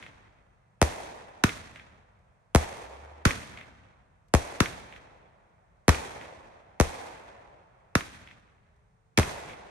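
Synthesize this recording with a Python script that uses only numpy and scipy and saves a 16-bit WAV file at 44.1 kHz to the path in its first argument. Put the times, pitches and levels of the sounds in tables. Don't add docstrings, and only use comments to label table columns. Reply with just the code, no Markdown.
import sys
import numpy as np
from scipy import signal
from scipy.fft import rfft, irfft, next_fast_len
from scipy.io import wavfile

SR = 44100
rng = np.random.default_rng(int(sys.argv[2]) if len(sys.argv) > 2 else 0)


def master(y):
    cut = np.clip(np.atleast_2d(y).T, -1, 1)
    pcm = np.round(cut * 32767)
    wavfile.write(sys.argv[1], SR, pcm.astype(np.int16))


N = 427769
TIME = np.arange(N) / SR
BLAST_TIME = TIME[:SR // 3]

# start in seconds, charge level in dB, depth of the thump in dB.
LAUNCH_SHOTS = [(-0.294, 1, 0), (1.4388, -.3, 1.5), (3.2535, 2.8, 13), (4.6045, -.7, 0), (5.8925, -1.5, 2),
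                (7.954, -3, -2.5), (9.1765, 0, 7)]


def bursts():
    # start in seconds, crack level in dB, left minus right in the bass in dB.
    burst_shots = [(-0.95, 0, 0), (0.8162, .5, -1.5), (2.549, .8, 3), (4.3388, 0, 5.5), (5.8813, 0, 6),
                   (6.8002, -.5, 5.5), (9.1865, -3.5, 1)]
    # frequency in Hz, gain in dB.
    blast_spectrum = [(25, 17), (50, 31), (76, 41), (100, 34), (250, 29.5), (600, 24.5), (1000, 20),
                      (1500, 15), (2300, 13), (3200, 4.5), (6000, 6), (11500, 1), (13500, -21),
                      (16000, -40)]
    # frequency in Hz, gain in dB.
    tail_spectrum = [(25, -49), (60, -29.5), (200, -30.5), (500, -22), (900, -21.5), (1300, -29.5),
                     (2000, -29), (3500, -37), (6000, -38.5), (11500, -42.5), (13000, -65.5),
                     (16000, -77.5)]
    # frequency in Hz, density in dB per Hz.
    far_spectrum = [(25, -30), (60, -12), (250, -14), (600, 0), (950, -2), (1400, -7), (2100, -11),
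                    (3500, -27), (12000, -50)]
    far_db, far_rise_s, far_t60_s = -58, .3, 7.5

    shots = [(s, crack_db, 0, left_db) for s, crack_db, left_db in burst_shots]
    crack = blasts(shots, blast_spectrum, lead=1.12, near_db=-14,
                   rag_db=-5.5, rag_t60=.018, rag_hz=1800, rag_lead_s=.0006,
                   ground_s=.0105, ground_db=-3.5, ground_hz=450, garden_db=-6, garden_t60=.2)
    boom = yard_boom(shots, boom_db=21, boom_hz=78, boom_t60=.25)
    equal_shots = [(s, 0) for s, *_ in burst_shots]
    roll = from_db(-.5) * rolling(equal_shots, tail_spectrum, length=.97, rise_s=.01, clump_db=.9)
    far_noise = coloured(diffuse(N), far_spectrum)
    far_noise = far_noise / np.std(far_noise)
    far_roll = from_db(far_db) * far_noise * dying(equal_shots, far_rise_s, far_t60_s)
    return crack + boom + roll + far_roll


def launches():
    # frequency in Hz, gain in dB.
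    blast_spectrum = [(25, 11), (50, 23), (90, 31), (250, 31), (500, 21), (850, 13), (1200, 21.3),
                      (2400, 14), (3500, 6), (6000, 6), (8000, -1), (11500, 0), (13500, -24), (16000, -38)]
    # frequency in Hz, gain in dB.
    tail_spectrum = [(25, -50.5), (60, -23.5), (250, -27.5), (400, -34), (1200, -31.5), (2000, -30.5),
                     (3500, -37.5), (6000, -40), (11500, -44.5), (13000, -67), (16000, -78.5)]

    shots = [(s, charge_db, depth_db, 0) for s, charge_db, depth_db in LAUNCH_SHOTS]
    thump = blasts(shots, blast_spectrum, lead=1.4, near_db=-10,
                   rag_db=.5, rag_t60=.026, rag_hz=1000, rag_lead_s=.0015,
                   ground_s=.0023, ground_db=-12, ground_hz=1200, garden_db=-5.5, garden_t60=.28)
    boom = yard_boom(shots, boom_db=10, boom_hz=220, boom_t60=.2)
    tail_shots = [shot[:2] for shot in shots]
    tail = from_db(-.7) * rolling(tail_shots, tail_spectrum, length=0.78, rise_s=.009, clump_db=.9)
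    return thump + boom + facade_echoes() + tail


def blasts(shots, spectrum, lead, near_db, rag_db, rag_t60, rag_hz, rag_lead_s,
           ground_s, ground_db, ground_hz, garden_db, garden_t60):
    front_loss, front_late_s = .7, .0001
    out = np.zeros((2, N))
    for s, level_db, depth_db, left_db in shots:
        front = shock_front(left_db, near_db, lead)
        shot = front + (from_db(depth_db) - 1) * one_pole(front, 80, "low")
        bounce = from_db(ground_db) * two_pole(front, ground_hz, "high")
        add(shot, bounce, ground_s)
        add(out, from_db(level_db - front_loss * depth_db) * shot, s + front_late_s * depth_db)
        garden = two_pole(scatter(garden_t60), 520, "high")
        add(out, from_db(level_db + garden_db) * garden, s)
        rush = two_pole(scatter(rag_t60), rag_hz, "high")
        add(out, from_db(level_db + rag_db) * rush, s - rag_lead_s)
    return coloured(out, spectrum)


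def shock_front(left_db, near_db, lead):
    direction_hz = 650
    sample = np.arange(len(BLAST_TIME))
    click = np.array([sample == 3, sample == 0]) * 1.0
    front = click + from_db(near_db) * scatter(.012)
    bass = one_pole(front, direction_hz, "low")
    left, right = front + (panned(left_db) - 1) * bass
    return np.array([all_pass(left, hz=220 * lead), all_pass(right, hz=220 / lead)])


def yard_boom(shots, boom_db, boom_hz, boom_t60):
    out = np.zeros((2, N))
    for s, level_db, depth_db, _ in shots:
        add(out, from_db(level_db + .2 * depth_db + boom_db) * scatter(boom_t60), s + .02)
    return two_pole(two_pole(out, boom_hz, "low"), 42, "high")


def rolling(shots, spectrum, length, rise_s, clump_db):
    # band centre in Hz, 60 dB decay in seconds before
    band_decays = [(60, 2.7), (250, 1.94), (700, 2.3), (2000, 1.834), (4500, 1.33), (11000, 0.96)]
    size = 2 * next_fast_len(N // 2 + 1)
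    noise = rfft(coloured(diffuse(N), spectrum), size)
    out = np.zeros((2, N))
    centres = [hz for hz, t60 in band_decays]
    for (hz, t60), only in zip(band_decays, np.eye(len(band_decays))):
        weight = at_hz(list(zip(centres, only)), bins(size))
        band = irfft(noise * weight)[:, :N]
        clumps = from_db(clump_db * flutter(per_s=30))
        out += band * dying(shots, rise_s, t60 * length) * clumps
    return out * from_db(1.1 * flutter(per_s=45) + 1.5 * flutter(per_s=400))


def facade_echoes():
    # delay in seconds, level in dB.
    house_fronts = [(.054, .3), (.3205, -14.7), (.333, -20.5), (.358, -17.5)]
    # frequency in Hz, gain in dB.
    echo_spectrum = [(100, -20), (1000, -9), (2100, 5.5), (3300, -4), (5000, -23), (12000, -32),
                     (16000, -60)]
    blur_delay_s, blur_spread_s, blur_db = .298, .11, -14
    out = np.zeros((2, N))
    swell = np.sin(np.pi * np.minimum(BLAST_TIME / blur_spread_s, 1))
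    swell_norm = np.sqrt(np.sum(swell ** 2))
    for s, charge_db, _ in LAUNCH_SHOTS:
        for delay_s, echo_db in house_fronts:
            clap = (BLAST_TIME == 0) + from_db(-3) * scatter(.04)
            add(out, from_db(charge_db + echo_db) * clap, s + delay_s)
        blur = diffuse(len(swell)) * swell / swell_norm
        add(out, from_db(charge_db + blur_db) * blur, s + blur_delay_s)
    return coloured(out, echo_spectrum)


def star_ticks():
    # start in seconds, level in dB before the band limits.
    tick_shots = [(2.19, -53), (4.283, -42), (5.17, -50), (8.762, -52)]
    out = np.zeros((2, N))
    for s, level_db in tick_shots:
        add(out, from_db(level_db) * scatter(.04), s)
    return two_pole(two_pole(out, 2500, "high"), 8000, "low")


def background():
    # frequency in Hz, density in dB per Hz.
    town_spectrum = [(45, 0), (65, -5), (95, -3), (140, -7), (185, -10), (260, -26), (500, -24),
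                     (1500, -30), (3200, -42), (9000, -44), (12500, -60), (16000, -75)]
    town_db = -66
    rumble_cut = signal.butter(8, 39, "high", fs=SR, output="sos")
    town = signal.sosfilt(rumble_cut, coloured(diffuse(N), town_spectrum))
    hum = far_engine(loudest_s=3.06, swell_s=.24, level_db=-52,
                     from_hz=50, to_hz=75, climb_at_s=2.88, climb_s=.16)
    whine = far_engine(loudest_s=8.9, swell_s=.6, level_db=-82.5,
                       from_hz=406, to_hz=447, climb_at_s=8.89, climb_s=.09)
    return from_db(town_db) * town / np.std(town) + hum + whine


def far_engine(loudest_s, swell_s, level_db, from_hz, to_hz, climb_at_s, climb_s):
    climb = (1 + np.tanh((TIME - climb_at_s) / climb_s)) / 2
    hz = from_hz + (to_hz - from_hz) * climb
    swell = np.exp(-((TIME - loudest_s) / swell_s) ** 2)
    tone = np.sqrt(2) * np.sin(2 * np.pi * np.cumsum(hz) / SR)
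    return from_db(level_db) * swell * tone


def scatter(t60):
    fade = from_db(-60 * BLAST_TIME / t60)
    return diffuse(len(fade)) * fade / np.sqrt(np.sum(fade ** 2))


def diffuse(size):
    # frequency in Hz, correlation (-1 to 1).
    likeness = [(100, .8), (260, 0.6), (500, 0.12), (1100, -0.27), (2200, 0.3), (3000, -0.12), (5000, 0.17),
                (12000, -0.08)]
    padded = 2 * next_fast_len(size // 2 + 1)
    alike = np.clip(at_hz(likeness, bins(padded)), -.99, .99)
    mid, side = rfft(rng.standard_normal((2, padded)))
    common = np.sqrt((1 + alike) / 2) * mid
    opposed = np.sqrt((1 - alike) / 2) * side * [[1], [-1]]
    return irfft(common + opposed)[:, :size]


def dying(shots, rise_s, t60):
    age, power = TIME[:3 * SR], np.zeros((1, N))
    fade = from_db(-60 * age / t60) * (1 - np.exp(-age / rise_s))
    for s, level_db in shots:
        add(power, from_db(level_db) ** 2 * fade ** 2, s)
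    return np.sqrt(power)


def flutter(per_s):
    knots = rng.standard_normal(SR // 4)
    return np.interp(TIME * per_s, np.arange(len(knots)), knots)


def coloured(x, spectrum):
    size = 2 * next_fast_len(x.shape[-1] // 2 + SR // 8)
    cepstrum = irfft(np.log(from_db(at_hz(spectrum, bins(size)))))
    cepstrum[1:size // 2] *= 2
    cepstrum[size // 2 + 1:] = 0
    response = np.exp(rfft(cepstrum))
    return irfft(rfft(x, size) * response)[..., :x.shape[-1]]


def one_pole(x, hz, kind):
    return signal.sosfilt(signal.butter(1, hz, kind, fs=SR, output="sos"), x + 1e-18)


def two_pole(x, hz, kind):
    return signal.sosfilt(signal.butter(2, hz, kind, fs=SR, output="sos"), x + 1e-18)


def all_pass(x, hz):
    pole = np.exp(-2 * np.pi * hz / SR)
    return signal.lfilter([-pole, 1], [1, -pole], x + 1e-18)


def from_db(db):
    return 10 ** (np.asarray(db) / 20)


def at_hz(points, hz):
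    known_hz, values = np.transpose(points)
    return np.interp(np.log(np.maximum(hz, 1)), np.log(known_hz), values)


def bins(size):
    return np.arange(size // 2 + 1) * SR / size


def panned(left_db):
    return from_db(np.array([[.5], [-.5]]) * left_db)


def add(out, sound, start_s):
    start = int(round(start_s * SR))
    first, last = max(start, 0), min(start + sound.shape[-1], out.shape[-1])
    if last > first:
        out[:, first:last] += sound[..., first - start:last - start]


def scene():
    return launches() + bursts() + star_ticks() + background()


def microphones(x):
    # frequency in Hz, gain in dB.
    port_colour = [(2300, 0), (2600, 1.5), (2880, -2), (3300, 2), (4300, .5), (4900, -1.5), (6200, 1.5),
                   (7500, -.3), (9000, 3), (9900, 0), (10400, -8), (11000, 0), (12000, 2), (14000, -2.5)]
    # frequency in Hz, left minus right in dB.
    port_balance = [(400, .5), (1100, -2.5), (2300, .5), (4000, -3), (6500, -7), (9000, 0)]
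    size = 2 * next_fast_len(N // 2 + 1)
    hz = bins(size)
    gains = from_db(at_hz(port_colour, hz)) * panned(at_hz(port_balance, hz))
    return irfft(rfft(x, size) * gains)[:, :N]


def dispersed(x, lowest_hz, highest_hz, count):
    for hz in np.geomspace(lowest_hz, highest_hz, count):
        x = all_pass(x, hz)
    return x


def record(dry):
    smeared = dispersed(microphones(dry), lowest_hz=32, highest_hz=8000, count=14)
    ceiling = .56
    rounded = ceiling * np.tanh(smeared / ceiling)
    top_cut = signal.cheby2(14, 70, 17000, fs=SR, output="sos")
    return signal.sosfilt(top_cut, rounded)


dry = scene()
out = record(dry)
master(out)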